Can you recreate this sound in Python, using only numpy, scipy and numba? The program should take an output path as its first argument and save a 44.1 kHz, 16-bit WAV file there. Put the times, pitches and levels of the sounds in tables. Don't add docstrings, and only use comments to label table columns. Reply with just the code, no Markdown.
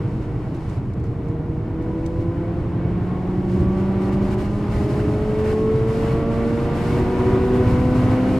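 import sys
import numpy as np
from scipy import signal
from scipy.fft import rfft, irfft, next_fast_len
from scipy.io import wavfile
from scipy.ndimage import uniform_filter1d, map_coordinates
from numba import njit

SR = 44100
rng = np.random.default_rng(int(sys.argv[2]) if len(sys.argv) > 2 else 0)


def output_pcm(signal):
    pcm = np.clip(np.atleast_2d(signal).T, -1, 1) * 32767
    wavfile.write(sys.argv[1], SR, np.round(pcm).astype(np.int16))


N = 369999


def engine(hz, load_db):
    # (multiple, level at low revs [dB], level at high revs [dB])
    whole_orders = [(1, -32, -23), (2, -37, -25), (3, -33, -34), (4, -40, -40.5), (5, -50.5, -41.5),
                    (6, -50.5, -40.5), (9, -51, -70.5)]
    half_orders = [(1.5, -50, -35), (2.5, -49, -40.5), (3.5, -56.5, -53), (4.5, -59, -51.5)]
    # (frequency [Hz], width [Hz], level [dB], side minus mid [dB])
    cabin = [(158.2, 13, -9, -25), (196.5, 14, 4.5, -26.5), (218.4, 6.5, -2.5, -17.5), (231.1, 4.4, -4, -9),
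             (257.7, 19.3, 2, -24), (333.8, 16.3, 6, -22.5), (378, 21, -4.5, -26.5), (436.5, 17.4, 7, -33),
             (448.5, 14.3, -4.5, -14), (463.4, 8.7, -8.5, -12.5), (494.4, 24.7, -4.5, -12.5),
             (528, 4.7, -13.5, -15), (575.3, 16, -7.5, -10.5), (593, 20, -7.5, -14), (624.4, 14, -9, -13.5),
             (637, 20, -11, -12), (685.3, 9.2, -4.5, -14), (731, 43, -8, -15), (783, 47, -9, -13),
             (830, 53, -9, -15.5), (918, 9.5, -12, -13), (973, 30, 1.5, -23), (1004, 32, -3, -11),
             (1042, 24, -8, -8), (1089, 17, 1, -9.5), (1136, 25, 1.5, -8.5), (1172, 12, -7, -10),
             (1218, 16, -8.5, -11), (1263, 15, -7, -9), (1315, 13, -6.5, -10), (1363, 25, -6, -8.5),
             (1416, 47, -16, -8.5), (1467, 30, -15, -11.5), (1590, 45, -8.5, -9.5)]
    mounts = [(263, 6.4, -4, -20), (294, 7, 2.5, -23), (365, 25, 4.5, -25), (576.4, 14, 9, -18),
              (440, 12, 1, -18), (648, 15, -1, -15), (668, 18, 4, -16), (728, 26, 3.5, -15),
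              (826, 20, 1, -9.5), (1110, 200, 1, -8.5)]
    turns = np.cumsum(hz) / SR
    mid, side = 0, 0
    for orders, resonances in ((whole_orders, cabin), (half_orders, mounts)):
        for multiple, low_db, high_db in orders:
            load = undb(load_db * (2.0 + 0.75 * (multiple - 1.5)))
            level_db = by_revs(hz, low_db, high_db)
            part = load * tone(multiple * turns, multiple * hz, level_db, resonances)
            mid, side = mid + part[0], side + part[1]
    return np.array([mid + side, mid - side])


def tone(turns, hz, db, resonances):
    step = 64
    gain = np.repeat(response(hz[::step], resonances), step, axis=1)[:, :N]
    phase = 2 * np.pi * turns + rng.uniform(0, 2 * np.pi) + .15 * walk(20)
    quick_waver_db = 1.5 * walk(12)
    slow_patches_db = .8 * np.log2(1 + hz / 500) * walk(2.99)
    level = np.sqrt(2) * undb(db + quick_waver_db + slow_patches_db)
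    return level * (gain * np.exp(1j * phase)).real


def response(hz, resonances):
    modes = [undb(db) / (1 + 2j * (hz - f) / width) for f, width, db, _ in resonances]
    leans = [(-1) ** k * undb(row[-1]) for k, row in enumerate(resonances)]
    return np.array([sum(modes), np.dot(leans, modes)])


def rival():
    # (time [s], firing rate [Hz])
    rival_speed = [(2.4, 164), (3.0, 169.9), (4.0, 182.3), (4.4, 185), (4.7, 189), (5.5, 198), (6.1, 204),
                   (6.7, 185.8), (7.4, 189.4), (8.1, 194.2), (8.39, 194.4)]
    # (start [s], length [s], multiple, level [dB])
    rival_notes = [(2.485, 0.846, 2, -35.5), (3.0, 0.044, 1, -38), (3.498, 0.87, 2, -29),
                   (3.998, 0.87, 3, -46.5), (4.946, 0.68, 3, -40), (7.003, 0.12, 2, -27.5),
                   (7.305, 0.26, 2, -21.5), (7.37, 0.055, 1, -28.5), (7.77, 0.034, 1, -29),
                   (8.312, 0.11, 1, -26.5)]
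    # (start [s], length [s], pitch [Hz], level [dB])
    steady_tones = [(5.5, .2, 365, -33), (7.88, .4, 692, -42.5)]
    rise_s, fall_s = 0.098, 0.094
    turns = np.cumsum(curves(rival_speed)[0]) / SR
    seconds = np.arange(N) / SR
    lean = np.array([[0], [np.pi / 2]])
    notes = np.zeros((2, N))
    for start, length, multiple, db in rival_notes:
        envelope = undb(db) * swell(start, length, rise_s, fall_s)
        notes += envelope * np.sin(2 * np.pi * multiple * turns + lean)
    for start, length, hz, db in steady_tones:
        envelope = undb(db) * swell(start, length, rise_s, fall_s)
        notes += envelope * np.sin(2 * np.pi * hz * seconds + lean)
    return wide(np.sqrt(2) * undb(1.1 * walk(8.1)) * notes)


def road(hz, roar_db):
    # (start [s], length [s], rumble rise [dB], boom rise [dB])
    rumble_swells = [(0, 0.23, 1, 0.5), (0.37, 0.039, 2.5, 3), (1.878, 0.09, 1, 1.5),
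                     (2.954, 0.13, 2.5, 1.3), (3.37, 0.046, 1.5, 1), (3.572, 0.1, 5, 3),
                     (3.75, .35, 1.5, 2), (4.17, 0.11, 2, 1.5), (4.828, 0.063, 1.5, 4.5),
                     (4.996, 0.15, 1.5, 3.5), (5.76, 0.066, -3, -1.5), (6.627, 0.039, 1.5, 1.5),
                     (6.804, 0.19, 3, 1), (7.6, 0.51, 1.5, 1), (8.296, 0.062, -2.5, 2)]
    rise_s, fall_s = 0.049, 0.045
    swells = np.array([swell(start, length, rise_s, fall_s) for start, length, *_ in rumble_swells])
    rumble_rise, boom_rise = np.transpose(rumble_swells)[-2:] @ swells
    rumble_db = by_revs(hz, -29.5, -24.5) + rumble_rise + 1.0 * walk(10)
    boom_db = by_revs(hz, -32.5, -27) + boom_rise + 1.1 * walk(9)
    wheel_hz = hz / 16.03
    rumble = tyre_rumble(wheel_hz) + undb(by_revs(hz, 0.5, -2)) * tyre_thumps(wheel_hz)
    return undb(rumble_db) * rumble + undb(boom_db) * panel_boom() + tread_roar(roar_db)


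def tyre_rumble(wheel_hz):
    # (frequency [Hz], relative level [dB])
    rumble_colour = [(30, -39.5), (48, -6), (60, -5.5), (84, 1), (100, -2.5), (113, 0), (130, -3),
                     (156, -3), (200, -6), (260, -22), (440, -120)]
    pattern = repeat(rng.standard_normal(N), SR / wheel_hz, 0.31)
    mid_side = [pattern / np.std(pattern), rng.standard_normal(N)]
    return band_rms(colour(wide(mid_side), rumble_colour), 30, 145)


@njit
def repeat(x, lag, keep):
    y = x.copy()
    for i in range(len(x)):
        at = i - lag[i]
        if at >= 0:
            k = int(at)
            y[i] += keep * (y[k] + (at - k) * (y[k + 1] - y[k]))
    return y


def tyre_thumps(wheel_hz):
    # (start [s], length [s], rise [dB])
    hard_thumps = [(.05, .12, 2.5), (0.369, .02, 5.5), (.77, .02, 3.5), (1.08, .02, 6), (2.1, .02, -5),
                   (2.82, 0.13, 4), (3.703, 0.015, -5.5), (4.678, .18, 2), (4.983, 0.1, 6.5),
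                   (5.25, 0.19, -2), (5.72, .09, 7), (6.64, .1, 3.5), (7.047, 0.29, 1.5), (7.4, .07, -7),
                   (8.09, 0.14, -5)]
    modes_hz, decay_s = (112, 124), .12
    scatter_db, landing = 2, .43
    turn = np.floor(np.cumsum(wheel_hz) / SR + 1 - landing).astype(int)
    strikes = np.diff(turn, prepend=turn[0])
    strength = undb(scatter_db * rng.standard_normal((turn[-1] + 1, len(modes_hz))))
    blows = strikes * strength[turn].T
    rise_db = sum(db * swell(start, length, 0.018, 0.019) for start, length, db in hard_thumps)
    blows = blows * undb(rise_db)
    t = np.arange(8000) / SR
    envelope = t * np.exp(-np.log(1000) * t / decay_s)
    ring = envelope * np.sin(2 * np.pi * np.outer(modes_hz, t))
    thumps = signal.fftconvolve(blows, ring, axes=1).sum(axis=0)[:N]
    return thumps / np.std(thumps)


def panel_boom():
    # (frequency [Hz], relative level [dB])
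    boom_colour = [(130, -35.5), (170, -9.5), (215, 11.5), (245, 6), (300, 16), (350, 10), (410, 7),
                   (480, -15.5), (560, -33.5), (700, -51)]
    return band_rms(colour(wide(rng.standard_normal((2, N))), boom_colour), 150, 500)


def tread_roar(roar_db):
    # (frequency [Hz], relative level [dB])
    roar_colour = [(260, -15.5), (450, -1), (485, -2), (547, -5.5), (672, -5.5), (733, -6.5), (1070, -9.5),
                   (1270, -14.5), (1470, -15), (1670, -16), (1960, -20), (2520, -23), (2660, -25.5),
                   (3420, -32), (6000, -48.5), (7800, -63.5), (13200, -120)]
    roar = band_rms(colour(wide(rng.standard_normal((2, N))), roar_colour), 1600, 2800)
    roar = tilt(roar, 1400, 0.53 * (roar_db + 47.0))
    return trim(undb(roar_db + 1.6 * walk(12)) * roar)


def wind(gust_db):
    # (time [s], level [dB])
    steady_wind = [(0, -63.5), (.5, -65.5), (1.05, -69.5), (1.8, -69), (1.95, -65.5), (2.8, -66.5),
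                   (3.4, -63.5), (4.3, -60), (5.3, -57), (6.4, -55.5), (8.39, -52.5)]
    # (frequency [Hz], relative level [dB])
    hiss_colour = [(1470, 0.5), (2500, -6), (2680, -1.5), (3410, -11), (5130, -11), (5790, -14),
                   (9050, -15.5), (14200, -21.5), (15200, -31.5)]
    wind_db = curves(steady_wind)[0] + gust_db
    hiss = band_rms(colour(wide(rng.standard_normal((2, N))), hiss_colour), 4500, 12000)
    flutter_db = 0.9 * walk(28) + 1.3 * walk(16)
    return undb(wind_db + flutter_db) * tilt(hiss, 9850, 0.43 * (wind_db + 41.5))


def gusts():
    # (start [s], length [s], rise [dB])
    gust_table = [(0.227, 0.015, 2.5), (0.55, .02, 5.5), (0.602, 0.065, 4.5), (0.69, 0.088, 5),
                  (0.94, .01, -5), (1.047, .02, 5.5), (1.82, .02, 2), (2.206, 0.015, 4), (2.892, 0.043, 2),
                  (3.5, 0.14, 3.5), (3.78, 0.025, 3.5), (4.022, 0.068, 5), (4.129, 0.01, 6),
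                  (4.228, 0.06, 5), (4.315, 0.025, 7.5), (4.391, 0.016, 7), (4.426, 0.033, 5),
                  (4.725, 0.13, 5), (4.895, 0.11, 5), (5.093, 0.053, 2), (5.393, .01, 3.5),
                  (5.452, 0.077, 5), (5.886, 0.24, 3.5), (6.248, .05, -4), (6.758, 0.24, 3.5),
                  (7.54, 0.026, 3), (7.676, 0.12, 2.5), (7.96, 0.079, 2), (8.3, 0.026, -0.5)]
    return sum(db * swell(start, length, 0.011, 0.014) for start, length, db in gust_table)


def trim(x):
    # (frequency [Hz], width [Hz], peak or dip [dB])
    panels = [(1675, 64, -7.5), (1783, 43, 2.5), (1824, 40, -4.5), (1936, 48, 4.5), (2230, 38, 7),
              (2275, 40, -2), (2500, 46, -3.5), (3010, 40, 3), (3640, 60, 4.5), (3720, 60, -3),
              (3900, 50, 3.5), (4130, 54, 2.5), (4370, 70, 5.5), (4920, 120, 2), (5310, 110, 3.5),
              (5390, 50, -3.5)]
    hz = np.geomspace(1000, 8000, 1500)
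    gain_db = sum(db / (1 + (2 * (hz - f) / width) ** 2) for f, width, db in panels)
    return colour(x, np.transpose([hz, gain_db]))


def shake(hz):
    # (frequency [Hz], relative level [dB])
    shake_colour = [(12, -30), (20, -4), (30, -2), (40, 0), (52, -4), (70, -16), (100, -40), (200, -130)]
    body = band_rms(colour(wide(rng.standard_normal((2, N))), shake_colour), 15, 60)
    return undb(by_revs(hz, -37, -33)) * body


def buzz(roar_db):
    centre_hz, width_hz, level_db = 2207, 71, -19.5
    edges = [centre_hz - width_hz / 2, centre_hz + width_hz / 2]
    band = signal.butter(2, edges, "band", fs=SR, output="sos")
    ring = signal.sosfilt(band, rng.standard_normal(N))
    return undb(roar_db + level_db + 4.3 * walk(21)) * ring / np.std(ring)


def grit():
    # (time [s], level before colouring [dB])
    ticks = [(0.2274, -55), (0.5472, -52), (0.6968, -47), (0.9358, -51), (0.9996, -54), (1.0395, -51),
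             (1.285, -52), (1.8236, -52.5), (2.062, -39), (3.6054, -49)]
    out, t = np.zeros((2, N)), np.arange(2000) / SR
    envelope = np.exp(-t / 0.004) + 0.3 * np.exp(-t / .014)
    for start, db in ticks:
        at = int(start * SR)
        out[:, at:at + len(t)] += undb(db) * rng.standard_normal((2, len(t))) * envelope
    return colour(out, [(2000, -17), (3800, 2.5), (7500, -0.5), (9500, -7), (15000, -19)])


def undb(db):
    return 10 ** (np.asarray(db) / 20)


def curves(table):
    s, *columns = np.transpose(table)
    return [np.interp(np.arange(N) / SR, s, c) for c in columns]


def by_revs(hz, low_db, high_db):
    return low_db + (high_db - low_db) * (hz - 154) / (257 - 154)


def swell(start, length, rise_s, fall_s):
    t = np.arange(N) / SR
    before, after = np.maximum(start - t, 0), np.maximum(t - start - length, 0)
    return np.exp(-(before / rise_s) ** 2 - (after / fall_s) ** 2)


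def walk(rate):
    k = int(SR / rate)
    steps = np.repeat(rng.standard_normal(N // k + 1), k)
    return 0.75 * uniform_filter1d(uniform_filter1d(steps, k), k)[:N]


def colour(x, points):
    hz, db = np.transpose(points)
    edge = SR // 8
    x = np.pad(x, [(0, 0)] * (np.ndim(x) - 1) + [(edge, edge)], mode="reflect")
    size = next_fast_len(x.shape[-1])
    bins_hz = np.fft.rfftfreq(size, 1 / SR)
    gain = undb(np.interp(np.log(bins_hz + 1), np.log(hz), db))
    return irfft(rfft(x, size) * gain, size)[..., edge:edge + N]


def tilt(x, split_hz, high_db):
    low = signal.sosfiltfilt(signal.butter(3, split_hz, fs=SR, output="sos"), x)
    return low + undb(high_db) * (x - low)


def band_rms(x, lo_hz, hi_hz):
    part = signal.sosfilt(signal.butter(4, [lo_hz, hi_hz], "band", fs=SR, output="sos"), x)
    return x / np.std(part)


def wide(x):
    # (frequency [Hz], side minus mid [dB])
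    width_points = [(25, -14.5), (45, -16), (62, -21), (110, -21.5), (200, -19), (300, -22), (450, -17),
                    (690, -11.5), (1280, -8), (2360, -6.5), (4350, -4.5), (8030, -5), (14800, -3.5)]
    mid, side = x[0], colour(x[1], width_points)
    return np.array([mid + side, mid - side])


def scene():
    # (time [s], firing rate [Hz])
    engine_speed = [(0, 155.7), (.4, 156.5), (.8, 153.9), (1.0, 153.3), (1.2, 154.5), (1.6, 158.6),
                    (2.0, 164.2), (2.8, 176.0), (3.6, 188.9), (4.4, 200.7), (5.6, 217.9), (6.4, 230.3),
                    (7.2, 241.9), (8.0, 252.6), (8.39, 257.2)]
    # (time [s], load [dB], scaled for each multiple)
    throttle = [(0, -1.5), (.4, -3.5), (.85, -6), (1.0, -2.8), (1.3, -1.4), (2.0, 0)]
    # (time [s], level [dB])
    roar_level = [(0, -50.5), (.7, -52.5), (1.1, -53), (1.7, -52), (2.1, -51), (3.1, -50), (4.0, -48),
                  (5.5, -47), (7.0, -44.5), (8.39, -43.5)]
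    hz, load_db, gust_db = curves(engine_speed)[0], curves(throttle)[0], gusts()
    roar_db = curves(roar_level)[0] + 0.21 * gust_db
    cars = engine(hz, load_db) + rival()
    return cars + road(hz, roar_db) + trim(wind(gust_db)) + shake(hz) + buzz(roar_db) + grit()


def record(dry):
    # (frequency [Hz], left minus right [dB])
    balance = [(60, -1), (380, 0), (1280, 0), (2360, 0.8), (4350, .8), (14800, 0)]
    left_lead_s, fade_s, top_hz = 1.2e-5, .004, 15400
    left = colour(dry[0], np.multiply(balance, [1, .5]))
    right = colour(dry[1], np.multiply(balance, [1, -.5]))
    right = map_coordinates(right, [np.arange(N) - left_lead_s * SR], order=5, mode="mirror")
    to_nearest_end = np.minimum(np.arange(N), np.arange(N)[::-1]) / SR
    fade = np.minimum(to_nearest_end / fade_s, 1)
    top_cut = signal.ellip(12, .2, 80, top_hz, fs=SR, output="sos")
    return signal.sosfilt(top_cut, fade * [left, right])


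dry = scene()
out = record(dry)
output_pcm(out)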